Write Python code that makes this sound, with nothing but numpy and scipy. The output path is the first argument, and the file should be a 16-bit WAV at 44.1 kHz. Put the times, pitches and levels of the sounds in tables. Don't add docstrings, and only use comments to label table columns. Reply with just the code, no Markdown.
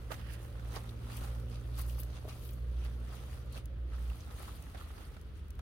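import sys
import numpy as np
from scipy import signal
from scipy.fft import rfft, irfft, next_fast_len
from scipy.io import wavfile
from scipy.ndimage import uniform_filter1d

SR = 44100
rng = np.random.default_rng(int(sys.argv[2]) if len(sys.argv) > 2 else 0)


def wav_out(sig):
    wavfile.write(sys.argv[1], SR, np.round(np.clip(np.atleast_2d(sig).T, -1, 1) * 32767).astype(np.int16))


N = 247401


# peak_s, rise_s, fall_s, rasp_db, scuff_re_rasp_db, sizzle_re_rasp_db, left_right_db
STROKES = [(0.119, 0.0089, 0.023, -50.5, 8, 1.5, -4), (0.2, 0.024, 0.011, -64, 10, 1, -1),
           (0.342, 0.034, 0.018, -58, -9, 3, -4), (0.45, 0.066, 0.037, -77, 17, 17.5, -2),
           (0.77, 0.049, 0.021, -53.5, 7, 1, -1.5), (1.11, 0.049, 0.075, -57, 4.5, -12, 1),
           (1.17, 0.046, 0.031, -54, -2, 3.5, 1), (1.24, 0.033, 0.046, -54.5, 5.5, 1, 1),
           (1.53, 0.027, 0.044, -58.5, -1.5, -11, 0), (1.796, 0.027, 0.031, -50.5, -0.5, -1.5, 1),
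           (1.895, 0.026, 0.044, -59, -5, 3.5, 1), (1.997, 0.024, 0.017, -56.5, -5, -5, 0),
           (2.17, 0.054, 0.028, -58.5, 2.5, -16, -1), (2.288, 0.0064, 0.053, -54, 0, -1.5, 1.5),
           (2.46, 0.13, 0.075, -63, -5, 2.5, 2), (2.86, 0.097, 0.045, -59.5, 2.5, -9, 1),
           (3.15, 0.079, 0.087, -58, 2.5, -4.5, 2.5), (3.34, 0.12, 0.08, -64.5, 6.5, 1, 2),
           (3.577, 0.042, 0.021, -53.5, 1, -4.5, .5), (3.94, 0.041, 0.03, -64, 6.5, -15, 1),
           (4.42, 0.087, 0.19, -59, 5, 3, 1.5), (4.8, 0.053, 0.089, -64, 8, -3, 0),
           (4.985, .02, 0.06, -64, 4.5, -1, -4), (5.38, .02, 0.023, -64.5, -7, -5, -1)]
# time_s, rasp_db
STIR = [(0, -68), (0.57, -68.5), (0.86, -63), (0.97, -69), (1.36, -64), (1.45, -70), (1.95, -67),
        (2.35, -70.5), (2.68, -73.5), (3.3, -67), (3.5, -76), (3.68, -79.5), (3.86, -81), (4.0, -64.5),
        (4.65, -68.5), (5.05, -66.5), (5.28, -76), (5.61, -78.5)]
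STIR_SCUFF_DB, STIR_SIZZLE_DB = 4, 0

def handling():
    stir = amp(follow(STIR)[0])
    power = (amp([STIR_SCUFF_DB, 0, STIR_SIZZLE_DB])[:, None, None] * stir) ** 2
    for peak_s, rise_s, fall_s, rasp_db, scuff_db, sizzle_db, lean_db in STROKES:
        shares = amp([scuff_db, 0, sizzle_db])[:, None, None] * pan(lean_db)
        power = power + (shares * swell(peak_s, rise_s, fall_s, rasp_db)) ** 2
    return np.sqrt(power)


# freq_hz, gain_db
SCUFF = [(100, -12.5), (250, 1), (500, -3.5), (780, 1.5), (950, -0.5), (1300, 3.5), (1600, -4.5),
         (1950, -3.5), (2350, -11.5), (4000, -17), (16000, -40)]
RASP = [(700, -19), (1800, -11), (2500, -0.5), (3100, -0.5), (3800, -2), (4700, -2.5), (5400, -8),
        (6300, -7), (7500, -17), (9200, -8.5), (16000, -30.5)]
SIZZLE = [(1000, -24), (4000, -14.5), (6200, -6.5), (7600, -7.5), (9000, -1.5), (11000, -3), (13000, -3.5),
          (15500, -8), (16500, -4.5)]

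def foliage():
    scuff_gain, rasp_gain, sizzle_gain = handling()
    scuff = friction(slips_per_s=800, spread_db=3.2, grain_s=0.001, floor=0.6, clump_db=0.9)
    rasp = friction(slips_per_s=900, spread_db=3.1, grain_s=0.0007, floor=1, clump_db=0.9)
    sizzle = friction(slips_per_s=900, spread_db=3.4, grain_s=0.0005, floor=0.9, clump_db=1.1)
    scuff = colour(patches(scuff, depth_db=2, width_bins=3, length_frames=10), SCUFF)
    rasp = colour(patches(rasp, depth_db=2, width_bins=4, length_frames=15), RASP)
    sizzle = colour(patches(sizzle, depth_db=1.5, width_bins=7, length_frames=10), SIZZLE)
    return scuff_gain * pan(-3.5) * scuff + rasp_gain * pan(-0.7) * rasp + sizzle_gain * pan(2) * sizzle


# start_s, level_db, pitch_hz
SCRATCHES = [(0.2127, -55, 3070), (0.76, -45.5, 4760), (0.891, -51.5, 3930), (1.791, -66, 2820),
             (2.293, -52, 4400), (2.4901, -55, 3300), (4.098, -54, 2760), (4.204, -57.5, 6000),
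             (4.775, -55, 3420)]
# start_s, level_db
FLICKS = [(1.1674, -44.5), (1.786, -42.5), (1.8132, -42.5), (1.9884, -49), (1.998, -49), (2.532, -52.5),
          (2.845, -54.5), (3.5236, -53.5)]
# start_s, level_db, left_right_db
SNAPS = [(2.0327, -35, 5), (3.6565, -39.5, 4), (4.6244, -42, 5), (5.1392, -55, 0.5), (5.213, -47, 3),
         (5.4824, -52, 0.5), (5.505, -41.5, 2.0), (5.5528, -52, -2.5), (5.591, -48, -1.0)]
# freq_hz, gain_db
SNAP_SPECTRUM = [(1000, -30), (4000, -8), (6000, -5), (8000, -7), (11000, 0), (14500, -10), (16500, 8)]

def catches():
    out = np.zeros((2, N))
    for start_s, db, hz in SCRATCHES:
        resonance = [(hz / 4, -24), (hz * 0.85, -8), (hz, 0), (hz * 1.08, -7), (hz * 1.9, -22)]
        scratch = colour(burst(rise_s=0.00032, decay_s=0.0068), resonance)
        add(out, start_s, amp(db) * scratch)
    for start_s, db in FLICKS:
        flick = colour(burst(rise_s=0.001, decay_s=0.0069), SIZZLE, tilt_db_per_oct=4)
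        add(out, start_s, amp(db) * pan(6) * flick)
    for start_s, db, lean_db in SNAPS:
        snap = colour(burst(rise_s=0.0001, decay_s=0.0023), SNAP_SPECTRUM)
        add(out, start_s, amp(db) * pan(lean_db) * snap)
    return out


# start_s, level_db, left_right_db, tilt_db_per_oct
CLODS = [(0.104, -41.5, -8, -1), (0.118, -36, -3, 2.5), (0.141, -46, -2, 7), (0.447, -47, -12, -3),
         (0.595, -51, -5, 2.5), (0.764, -39, 3, -3.5), (1.213, -41.5, 5, -6.5), (4.308, -52.5, -1, 4.5),
         (4.345, -54, -1, -5), (4.397, -49, 10, -1), (4.746, -45, -4, 1), (4.754, -46, -8, -0.5),
         (4.978, -52, 1, 2), (5.166, -50.5, -3, 3.5), (5.592, -48.5, 2, 3)]
# freq_hz, gain_db
CLOD_SPECTRUM = [(100, -2.5), (300, 2), (550, 8.5), (780, 5), (1000, -1.5), (1350, 1.5), (2000, -4.5),
                 (2500, -12.5), (3700, -14), (7000, -27), (16000, -43)]

def clods():
    out = np.zeros((2, N))
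    for start_s, db, lean_db, tilt in CLODS:
        crumble = burst(rise_s=0.0005, decay_s=0.0052)
        crack = 2 * signal.unit_impulse(crumble.shape[1], 25)
        add(out, start_s, amp(db) * pan(lean_db) * colour(crack + crumble, CLOD_SPECTRUM, tilt))
    return out


# start_s, level_db
BUMPS = [(2.246, -52.5), (2.253, -45.5), (2.28, -48)]
# freq_hz, gain_db, t60_s
BUNDLE_MODES = [(422, 5.5, 0.022), (617, 3.5, 0.053), (760, -29, 0.03)]

def stem_bundle():
    out = np.zeros((2, N))
    t = np.arange(6000) / SR
    ring = sum(amp(db - 60 * t / t60_s) * np.sin(2 * np.pi * hz * t) for hz, db, t60_s in BUNDLE_MODES)
    for start_s, db in BUMPS:
        add(out, start_s, amp(db) * pan(-3.5) * ring)
    return out


# peak_s, rise_s, fall_s, level_db
CRINKLES = [(1.805, 0.02, 0.017, -49), (1.9, .02, 0.06, -57.5), (2.002, 0.013, .012, -48.5),
            (2.032, .01, .016, -53), (2.46, 0.056, 0.074, -59)]
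# freq_hz, gain_db
CRINKLE_SPECTRUM = [(3000, -30), (8000, -38), (10000, -1), (12500, 5), (15500, 3), (16500, -12)]

def leaf_edge():
    slips = friction(slips_per_s=500, spread_db=3.6, grain_s=0.0005, floor=0.15, clump_db=1.2)
    crinkle = colour(patches(slips, depth_db=1.5, width_bins=7, length_frames=6), CRINKLE_SPECTRUM)
    return sum(swell(*row) for row in CRINKLES) * pan(8) * crinkle


# peak_s, rise_s, fall_s, level_db
DRAGS = [(0.12, 0.0061, .01, -54), (0.2, 0.029, .03, -62), (0.3, 0.062, 0.09, -55.5)]
# freq_hz, gain_db
CLOTH_SPECTRUM = [(400, -18), (1200, -1), (1850, 8), (2300, -2), (3000, 4.5), (3700, -8), (5000, -5),
                  (8000, -35), (16000, -35)]

def sleeve():
    slips = friction(slips_per_s=1200, spread_db=2.5, grain_s=0.0006, floor=0.5, clump_db=0.6)
    return sum(swell(*row) for row in DRAGS) * pan(-10) * colour(slips, CLOTH_SPECTRUM)


# time_s, firing_hz
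SPEED = [(0, 57.5), (0.85, 57.7), (1.9, 59.3), (3.5, 60.1), (4.05, 59.4), (4.27, 55.5), (5.1, 50.5),
         (5.6, 46.6)]
# time_s, level_db
THROB = [(0, -45), (0.5, -49), (0.75, -42), (1, -52.5), (1.25, -40.5), (1.5, -43), (1.9, -37),
         (2.35, -47.5), (2.75, -36.5), (3.15, -45), (4.12, -36.5), (4.2, -60), (4.8, -60)]
# time_s, gain_db
LOAD = [(0, -1), (0.8, 1.5), (1.5, 3), (2.3, 0), (3.7, -1.5), (4.4, -4), (5.6, -12)]
# firing_multiple, level_db
EXHAUST = [(3, -66), (4, -67.5), (5, -74.5), (6, -75.5), (7, -80.5), (8, -73), (9, -74), (10, -75.5)]
# freq_hz, gain_db
GAS_SPECTRUM = [(100, -10), (200, 0), (330, 0.5), (520, 2), (640, -4.5), (900, -16), (3000, -36),
                (16000, -68)]
OCTAVE_DB, GAS_DB = -49.5, -61
ENGINES_LEAN_DB = -2.03

def running_engine():
    (firing_hz,), (firing_db,), (load_db,) = follow(SPEED), follow(THROB), follow(LOAD)
    cycles = np.cumsum(firing_hz) / SR + 0.0086 * drift(rate_hz=7)
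    firing = amp(firing_db) * tone(cycles)
    octave = amp(OCTAVE_DB + 1.62 * load_db) * tone(2 * cycles)
    overtones = sum(amp(db + load_db + 3.1 * drift(rate_hz=1.45)) * tone(k * cycles) for k, db in EXHAUST)
    puffs = noise(N) * (1 + 0.37 * tone(cycles))
    gas = amp(GAS_DB + load_db) * unit(colour(puffs, GAS_SPECTRUM))
    return (firing + octave + overtones) * pan(ENGINES_LEAN_DB) + gas


# beat_multiple, level_db
IDLE_HARMONICS = [(2, -71), (3, -70), (4, -53), (5, -49.5), (6, -49.5), (7, -69), (8, -65.5)]
IDLE_BEAT_HZ = 12.13

def idling_engine():
    cycles = IDLE_BEAT_HZ * np.arange(N) / SR + 0.005 * drift(rate_hz=0.59)
    hum = sum(amp(db) * tone(k * cycles) for k, db in IDLE_HARMONICS)
    return amp(drift(rate_hz=3.3) - 2.5) * pan(ENGINES_LEAN_DB) * hum


# freq_hz, gain_db
AIR_SPECTRUM = [(20, -25.5), (45, 5.5), (70, 5.5), (110, 0), (200, -9), (480, -18), (850, -30.5),
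                (1300, -23.5), (2200, -30.5), (3300, -30), (7500, -53.5), (9000, -63), (16000, -48)]
AIR_DB = -50

def air():
    return amp(AIR_DB + 0.23 * drift(rate_hz=3.9)) * unit(colour(noise(N), AIR_SPECTRUM))


# freq_hz, correlation (clipped to 1)
MIC_LIKENESS = [(60, 1.3), (110, 0.5), (200, 0.9), (380, 0.57), (700, 0.15), (1290, 0.24), (2400, -0.02),
                (15000, 0.0)]
# freq_hz, left_right_db
MIC_BALANCE = [(100, 2), (300, -0.5), (600, -3.5), (1300, 1), (2500, 1), (15000, -1)]

def noise(size):
    padded = next_fast_len(size)
    hz = np.fft.rfftfreq(padded, 1 / SR)
    left, unrelated = rfft(rng.standard_normal((2, padded)))
    likeness = np.clip(read(MIC_LIKENESS, hz), -1, 1)
    right = likeness * left + np.sqrt(1 - likeness ** 2) * unrelated
    return irfft(np.array([left, right]) * pan(read(MIC_BALANCE, hz)), padded)[:, :size]


def friction(slips_per_s, spread_db, grain_s, floor, clump_db):
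    slipping = rng.random(N) < slips_per_s / SR
    slips = slipping * amp(spread_db * np.minimum(rng.exponential(1, N), 4.5))
    power = signal.lfilter([1], [1, -np.exp(-1 / (grain_s * SR))], slips ** 2)
    envelope = np.sqrt(power / power.mean() + floor)
    return unit(noise(N) * envelope * amp(clump_db * drift(rate_hz=77)))


def patches(x, depth_db, width_bins, length_frames):
    spectra = signal.stft(x, nperseg=256, noverlap=192)[2]
    field = rng.standard_normal(spectra.shape[1:])
    for _ in range(2):
        field = uniform_filter1d(field, width_bins, axis=0)
        field = uniform_filter1d(field, length_frames, axis=1)
    patchy = signal.istft(spectra * amp(depth_db * unit(field)), nperseg=256, noverlap=192)[1]
    return unit(patchy[:, :N])


def burst(rise_s, decay_s, size=6000):
    t = np.arange(size) / SR
    envelope = (1 - np.exp(-t / rise_s)) * np.exp(-t / decay_s)
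    return unit(noise(size) * envelope) * np.sqrt(np.mean(envelope ** 2)) / envelope.max()


def swell(peak_s, rise_s, fall_s, db):
    t = np.arange(N) / SR - peak_s
    away = np.maximum(-t / (rise_s + 1e-4), t / (fall_s + 1e-4))
    return amp(db) * np.exp(-np.minimum(away, 20))


def colour(x, spectrum, tilt_db_per_oct=0, size=4096):
    hz = abs(np.fft.fftfreq(size, 1 / SR))
    log_gain = np.log(amp(read(spectrum, hz) + tilt_db_per_oct * np.log2(hz / 1000 + 0.1)))
    response = np.exp(np.conj(signal.hilbert(log_gain)))
    taps = np.fft.ifft(response).real[:size // 2]
    return signal.oaconvolve(x, taps[None] / np.linalg.norm(taps), axes=1)[:, :x.shape[1]]


def drift(rate_hz, size=4096):
    hz = np.fft.rfftfreq(size, N / SR / size)
    slow = irfft(rfft(rng.standard_normal(size)) / (1 + (hz / rate_hz) ** 2))
    return unit(np.interp(np.linspace(0, size - 1, N), np.arange(size), slow))


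def tone(cycles):
    return np.sqrt(2) * np.cos(2 * np.pi * (cycles + rng.random()))


def amp(db):
    return 10 ** (np.asarray(db) / 20)


def unit(x):
    return x / np.sqrt(np.mean(x ** 2) + 1e-20)


def read(spectrum, hz):
    knots_hz, values = np.transpose(spectrum)
    return np.interp(np.log(hz + 1), np.log(knots_hz + 1), values)


def follow(rows):
    time_s, *columns = np.transpose(rows)
    return [np.interp(np.arange(N) / SR, time_s, column) for column in columns]


def add(mix, start_s, sound):
    part = mix[:, round(start_s * SR):][:, :sound.shape[1]]
    part += sound[:, :part.shape[1]]


def pan(lean_db):
    gains = amp(np.array([lean_db, -lean_db]).reshape(2, -1) / 2)
    return gains / np.sqrt(np.mean(gains ** 2, 0))


def scene():
    close = foliage() + catches() + clods() + stem_bundle() + leaf_edge() + sleeve()
    return close + running_engine() + idling_engine() + air()


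def record(dry, cutoff_hz=15950):
    lowpass = signal.firwin(511, cutoff_hz, window=("kaiser", 9), fs=SR)
    return signal.oaconvolve(dry, lowpass[None], "same")


dry = scene()
out = record(dry)
wav_out(out)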